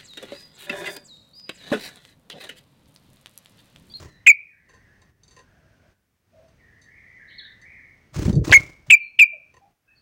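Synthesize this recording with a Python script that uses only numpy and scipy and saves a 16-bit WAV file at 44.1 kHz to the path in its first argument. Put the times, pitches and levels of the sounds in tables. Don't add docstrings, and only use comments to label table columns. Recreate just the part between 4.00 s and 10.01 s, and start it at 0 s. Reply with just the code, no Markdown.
import sys
import numpy as np
from scipy import signal
from scipy.fft import rfft, irfft
from scipy.io import wavfile
from scipy.ndimage import map_coordinates

SR = 44100
rng = np.random.default_rng(int(sys.argv[2]) if len(sys.argv) > 2 else 0)


def unload_wav(signal):
    wavfile.write(
        sys.argv[1],
        SR,
        np.round(np.clip(np.atleast_2d(signal).T, -1, 1) * 32767).astype(np.int16),
    )


N = 265212
TIME = np.arange(N) / SR


def undb(db):
    return 10 ** (np.asarray(db) / 20)


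def unit(x):
    return x / np.sqrt(np.mean(x ** 2))


def add(track, start_s, sound):
    i = max(int(start_s * SR), 0)
    track[i:i + len(sound)] += sound[:max(N - i, 0)]


def oscillator_phase(hz):
    return 2 * np.pi * np.cumsum(hz) / SR


def noise(spectrum):
    hz, db = np.transpose(spectrum)
    f = np.fft.rfftfreq(N, 1 / SR) + 1
    upper_skirt = 1 / (1 + (f / hz[-1] / 2) ** 4)
    lower_skirt = 1 / (1 + (hz[0] / f / 2) ** 4)
    shape = undb(np.interp(np.log(f), np.log(hz), db))
    white = rfft(rng.standard_normal(N))
    return unit(irfft(white * upper_skirt * lower_skirt * shape, N))


def band(x, hz, width_hz):
    return signal.lfilter(*signal.iirpeak(min(hz, .45 * SR), hz / width_hz, SR), x)


def ring(force, modes):
    return sum(undb(db) * band(band(force, hz, width_hz), hz, width_hz) for hz, width_hz, db in modes)


def walk(t, rate_hz):
    steps = rng.standard_normal(int(t[-1] * rate_hz) + 2)
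    return map_coordinates(steps, [t * rate_hz], order=3, mode="nearest")


def yard_echo(x, t60_s, rise_s):
    t = TIME[:SR]
    decay = np.exp(-np.log(1000) * t / t60_s)
    buildup = 1 - np.exp(-(t / rise_s) ** 2)
    tail = rng.standard_normal(SR) * decay * buildup
    return signal.fftconvolve(x, tail / np.linalg.norm(tail))[:N]


# (frequency [Hz], relative level [dB per Hz])
YARD_SPECTRUM = [(18, -38), (30, -3.5), (99, 0.5), (320, -10.5), (472, -13.5), (597, -14.5), (928, -18),
                 (1520, -17.5), (2250, -19), (2430, -20), (3780, -27), (5030, -27), (6300, -27.5),
                 (7500, -39), (8600, -33), (9700, -44), (15000, -48)]
# (time [s], length [s], rumble change [dB], hiss change [dB])
DUCKS = [(.31, .26, -9, -7.5), (1.099, .04, -5, -12), (1.92, .31, -13, -12.5), (4.854, .57, -9.5, -7),
         (5.577, .5, -7, -5), (5.713, .08, -14.5, -9)]
RUMBLE_DB, HISS_DB, STEADY_DB = -61, -68.5, -80.5
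DUCK_FALL_S, DUCK_RECOVER_S = .035, .16


def background():
    rumble_db, hiss_db = RUMBLE_DB, HISS_DB
    for start, length, rumble_duck_db, hiss_duck_db in DUCKS:
        fall = (TIME - start) / DUCK_FALL_S
        recovery = 1 - (TIME - start - length) / DUCK_RECOVER_S
        duck = np.clip(np.minimum(fall, recovery), 0, 1)
        rumble_db = rumble_db + rumble_duck_db * duck
        hiss_db = hiss_db + hiss_duck_db * duck
    air = noise(YARD_SPECTRUM)
    rumble = signal.sosfiltfilt(signal.butter(2, 450, fs=SR, output="sos"), air)
    hiss = unit(air - rumble) * undb(hiss_db + walk(TIME, 5.2))
    steady = undb(STEADY_DB) * rng.standard_normal(N)
    return undb(rumble_db) * unit(rumble) + hiss + steady


def distant_birds(notes, warble, warble_hz, direct_db, t60_s):
    out = np.zeros(N)
    for start, length, from_hz, to_hz, db in notes:
        t = TIME[:int(length * SR)]
        hz = np.linspace(from_hz, to_hz, len(t)) * (1 + warble * walk(t, warble_hz))
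        whistle = signal.windows.tukey(len(t), .5) * np.sin(oscillator_phase(hz))
        add(out, start, undb(db) * whistle)
    return undb(direct_db) * out + yard_echo(out, t60_s, rise_s=.0013)


# (time [s], length [s], start pitch [Hz], end pitch [Hz], level [dB])
THIN_NOTES = [(.07, 0.12, 4240, 3800, -64.5), (4.98, 0.15, 4370, 4226, -64),
              (5.87, 0.086, 2556, 2626, -62.5), (5.95, 0.06, 4500, 4500, -63)]


def thin_whistles():
    return distant_birds(THIN_NOTES, warble=.018, warble_hz=100, direct_db=1, t60_s=.35)


# (time [s], length [s], start pitch [Hz], end pitch [Hz], level [dB])
LOW_NOTES = [(1.47, 0.31, 653, 599.5, -67.5), (1.82, 0.061, 631, 601, -61.5),
             (2.31, 0.18, 579, 635.4, -53.5), (5.322, 0.053, 587, 619, -49), (5.60, 0.078, 677, 830, -57.5)]


def low_calls():
    return distant_birds(LOW_NOTES, warble=.074, warble_hz=131.2, direct_db=-1, t60_s=.24)


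# (time [s], length [s], first pitch [Hz], turning pitch [Hz], level [dB], fade [dB per s])
FAR_PHRASES = [(0, 0.22, 2060, 1736, -59.5, 2.5), (.45, 0.51, 2172, 1472, -59.5, -2.5),
               (1.35, 0.5, 1760, 1381, -65, 7), (2.57, 0.22, 2096, 1692, -54.5, 5),
               (2.84, .29, 1701, 2276, -47.5, 6), (3.13, 0.37, 2299, 1607, -44, 10.5),
               (3.605, .24, 1893, 2258, -42, 28.5), (5.85, .08, 1500, 1933, -66, 0)]
NOTE_S, NOTE_OVERLAP, NOTE_SCATTER = .09, 1.2, .016


def distant_song():
    notes = []
    for start, length, first_hz, turn_hz, db, fade in FAR_PHRASES:
        count = max(round(length / NOTE_S), 1)
        step = length / count
        for k in range(count):
            glide_hz = np.array([turn_hz, first_hz] if k % 2 else [first_hz, turn_hz])
            ends_hz = glide_hz * (1 + NOTE_SCATTER * rng.standard_normal(2))
            notes.append((start + k * step, NOTE_OVERLAP * step, *ends_hz, db - fade * k * step))
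    return distant_birds(notes, warble=.05, warble_hz=200, direct_db=-10, t60_s=.7)


# (time [s], length [s], start pitch [Hz], end pitch [Hz], level [dB])
HIGH_NOTES = [(3.27, .08, 4150, 3810, -56), (3.29, 0.076, 2654, 4473, -56), (3.380, 0.02, 4200, 3806, -36),
              (3.390, 0.0162, 3955, 3205, -42.5), (3.44, 0.027, 3985, 3550, -44)]


def other_cage_bird():
    return distant_birds(HIGH_NOTES, warble=.051, warble_hz=790, direct_db=-1, t60_s=.33)


# (time [s], gap between feet [s], wood drive [dB], bar drive [dB], decay [s])
HOPS = [(0.02, 0.041, -46, -64, 0.01), (0.689, .045, -52, -57, 0.033), (1.233, 0.046, -66, -50.5, 0.013),
        (1.364, 0.024, -44, -49.5, 0.017), (4.327, .026, -50.5, -38, 0.01),
        (4.494, 0.026, -17.5, -28, 0.0038), (5.539, 0.027, -46, -55.5, 0.0088)]
# (time [s], wood drive [dB], bar drive [dB], decay [s])
TAPS = [(1.017, -52.5, -54.5, .012), (1.308, -57.5, -51, 0.029), (2.481, -65, -63, 0.017),
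        (2.815, -73, -54, .033), (3.614, -72, -52, 0.015), (4.251, -24.5, -30, 0.0023),
        (4.445, -42.5, -38, .0066)]
# (frequency [Hz], width per filter pass [Hz], relative gain [dB])
PERCH_MODES = [(470, 190, -3), (805, 240, -8), (1014, 82, 1), (1846, 120, -0.5), (2700, 300, -10.5)]
# (frequency [Hz], width per filter pass [Hz], relative gain [dB])
BAR_MODES = [(3800, 380, -1), (4520, 330, 3.5), (6190, 350, 4.5), (7400, 430, -4), (9000, 1500, -12)]


def claws():
    knock, scrape = np.zeros((2, N))
    t = TIME[:SR // 8]
    footfalls = [(start + lag, *touch) for start, gap, *touch in HOPS for lag in (0, gap)]
    for start, knock_db, scrape_db, decay in footfalls + TAPS:
        grit = undb(.83 * walk(t, 600)) * np.exp(-t / decay) * rng.standard_normal(len(t))
        add(knock, start, undb(knock_db) * grit)
        add(scrape, start, undb(scrape_db) * grit)
    cage = undb(14) * ring(knock, PERCH_MODES) + undb(6.5) * ring(scrape, BAR_MODES)
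    return cage + undb(-11) * yard_echo(cage, t60_s=.11, rise_s=.01)


def bout(start_s, hold_s, rise_db_per_s, fade_db_per_s):
    before_s = np.maximum(start_s - TIME, 0)
    after_s = np.maximum(TIME - start_s - hold_s, 0)
    return undb(-rise_db_per_s * before_s - fade_db_per_s * after_s)


# (time [s], feather level [dB], feather hold [s], draught level [dB], draught hold [s], fade [dB per s])
BOUTS = [(-.03, -49, 0.058, -42.5, 0.034, 191), (4.144, -40.5, 0.14, -25.5, 0.25, 260),
         (4.446, -38.5, 0.12, -23.5, 0.023, 146.5), (4.519, -27.5, 0.024, -40, .02, 381),
         (4.87, -57, .02, -61.5, .01, 248.5)]
# (frequency [Hz], relative level [dB per Hz])
FEATHER_SPECTRUM = [(350, -31), (600, 2.5), (679, -9), (1100, -5), (1790, -9), (2000, -9), (3370, -14.5),
                    (6490, -12.5), (13600, -34), (14800, -26), (15800, -22.5)]
# (frequency [Hz], relative level [dB per Hz])
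DRAUGHT_SPECTRUM = [(18, -46), (30, -14), (54, 3), (144, 3.5), (228, -12), (322, -4), (501, -16.5),
                    (590, -20), (684, -48), (1500, -61), (1950, -64.5), (3300, -120)]
WINGBEAT_HZ, SWISH_DEPTH_DB, DRAUGHT_DEPTH_DB = 32.38, 3, 4.7
WING_RISE_DB_PER_S, DRAUGHT_RISE_DB_PER_S = 2200, 650
DRAUGHT_LAG_S = .036


def wings():
    draught, feathers = np.zeros((2, N))
    for start, feather_db, hold, draught_db, draught_hold, fade in BOUTS:
        swish_gain = undb(feather_db) * bout(start, hold, WING_RISE_DB_PER_S, fade)
        puff_gain = undb(draught_db) * bout(start + DRAUGHT_LAG_S, draught_hold,
                                            DRAUGHT_RISE_DB_PER_S, fade)
        feathers = np.maximum(feathers, swish_gain)
        draught = np.maximum(draught, puff_gain)
    stroke = np.cos(oscillator_phase(WINGBEAT_HZ * (1 + .1 * walk(TIME, 14))))
    flicker_db = 2 * walk(TIME, 380)
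    swish = feathers * noise(FEATHER_SPECTRUM) * undb(SWISH_DEPTH_DB * stroke + flicker_db)
    return swish + draught * noise(DRAUGHT_SPECTRUM) * undb(DRAUGHT_DEPTH_DB * stroke)


def bursts(table, waver, waver_hz, overtone):
    out = np.zeros(N)
    t = TIME[:SR // 10]
    middle = t[len(t) // 2]
    for centre, db, hz, length in table:
        phase = oscillator_phase(hz * (1 + waver * walk(t, waver_hz)))
        overtones = np.sin(2 * phase) + np.sin(3 * phase) / 2 + np.sin(4 * phase) / 4
        cycles = np.sin(phase) + overtone * overtones
        envelope = np.exp(-((t - middle) / length) ** 2)
        add(out, centre - middle, undb(db) * envelope * cycles)
    return out


# (centre time [s], level [dB], eddy frequency [Hz], 1/e half-length [s])
GUSTS = [(4.283, -8.5, 166.4, 0.0042), (4.302, -13, 191, 0.0086), (4.346, -17.5, 218.3, 0.0073),
         (4.376, -8.5, 149, 0.014), (4.41, -20, 121.6, 0.0061), (4.180, -22.5, 126.9, 0.0083),
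         (4.891, -35, 132.4, 0.0082)]


def buffets():
    return bursts(GUSTS, waver=.2, waver_hz=263, overtone=.13)


# (centre time [s], level [dB], ring frequency [Hz], 1/e half-length [s])
LANDING_HITS = [(4.4962, -17.5, 535.4, 0.00099), (4.5120, -19, 2530, 0.0011), (4.5171, -11, 4460, 0.0011),
                (4.5188, -11, 486.7, 0.00074)]


def landing():
    return bursts(LANDING_HITS, waver=.18, waver_hz=3430, overtone=.03)


CHIP_S, ENTRY_HZ, LIFT_RATIO = .0615, 3406, 1.055
DROP_S, CLIMB_S, CREST_S, TROUGH_S, SETTLE_S = .0075, .017, .027, .045, .021
ATTACK_S, HOLD_S, RELEASE_S, TIRE_DB_PER_S = .0105, .043, .0061, 380


def chip(opening_hz, crest_hz, trough_hz, catch_at_s, catch_s, catch_db, wobble_hz, wobble, rasp):
    t = TIME[:int(CHIP_S * SR)]
    pitch_hz = np.interp(t, [0, DROP_S, CLIMB_S, CREST_S, TROUGH_S, CHIP_S],
                         [ENTRY_HZ, opening_hz, opening_hz, crest_hz, trough_hz, LIFT_RATIO * trough_hz])
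    attack = np.sin(np.pi / 2 * np.minimum(t / ATTACK_S, 1)) ** 5
    release = np.sin(np.pi / 2 * np.minimum((CHIP_S - t) / RELEASE_S, 1)) ** 2
    voice_catch_db = catch_db * np.exp(-((t - catch_at_s) / catch_s) ** 2)
    level_db = voice_catch_db - TIRE_DB_PER_S * np.maximum(t - HOLD_S, 0)
    unsettled = 1 / (1 + (t / SETTLE_S) ** 8)
    swing = unsettled * np.cos(2 * np.pi * wobble_hz * (t - .0055))
    phase = oscillator_phase(pitch_hz * (1 + wobble * swing + .006 * walk(t, 400)))
    tone = np.sin(phase) + undb(-35) * np.sin(2 * phase)
    tone += undb(-60.5) * np.sin(4 * phase) - undb(-41.5) * np.sin(5 * phase)
    second = np.sin(oscillator_phase(2900 * (1 + .16 * walk(t, 700))))
    choke = 1 - .75 * np.clip(-swing, 0, 1) ** 4
    hiss = unit(band(rng.standard_normal(len(t)), 3600, 2100)) * undb(-45 + 13 * unsettled)
    return attack * release * undb(level_db) * (choke * tone + rasp * unsettled * second + hiss)


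# (time [s], level [dB], send to yard echo re chip [dB], opening pitch [Hz], crest pitch [Hz],
# trough pitch [Hz], voice-catch time in chip [s], catch 1/e half-length [s], catch level change [dB],
# wobble rate [Hz], wobble depth [share of pitch], rasp [share of tone amplitude])
CHIPS = [(0.26, 0.5, -2.5, 2307, 2550, 2218, 0.05, .003, -5.5, 129, 0.12, 0.094),
         (4.518, 1.5, -5.5, 1857, 2277, 2122, .016, .004, -3, 128.3, .17, 0.38),
         (4.896, 0.5, 0.5, 2493, 2610, 2310, 0.023, 0.0023, -15, 127.7, .12, 0.16),
         (5.185, -1.5, 2, 2550, 2556, 2320, .023, 0.0056, -3, 122.5, .095, 0.12)]
# (delay [s], level re direct [dB])
BOUNCES = [(.0031, -32.5), (0.0151, -34.5), (0.0276, -23.5)]


def bulbul():
    direct, outward = np.zeros((2, N))
    for start, db, echo_db, *shape in CHIPS:
        call = undb(db) * chip(*shape)
        add(direct, start, call)
        add(outward, start, undb(echo_db) * call)
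    held = band(band(outward, 2350, 780), 2350, 780) + undb(-18) * outward
    out = direct + undb(-25.5) * yard_echo(held, t60_s=.45, rise_s=.018)
    for delay, db in BOUNCES:
        add(out, delay, undb(db) * direct)
    return out


def scene():
    far = background() + thin_whistles() + low_calls() + distant_song() + other_cage_bird()
    near = claws() + wings() + buffets() + landing() + bulbul()
    return (far + near)[None]


CEILING, KNEE, TOP_HZ = .72, 8, 15800


def record(dry):
    thinned = signal.sosfilt(signal.butter(4, 32, "high", fs=SR, output="sos"), dry)
    fine = signal.resample_poly(thinned, 4, 1, axis=1) / CEILING
    flattened = CEILING * fine / (1 + np.abs(fine) ** KNEE) ** (1 / KNEE)
    out = signal.resample_poly(flattened, 1, 4, axis=1)
    bright = out + undb(-6.5) * band(out, 16000, 1600)
    return signal.sosfilt(signal.ellip(10, .2, 80, TOP_HZ, fs=SR, output="sos"), bright)


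dry = scene()
out = record(dry)
unload_wav(out)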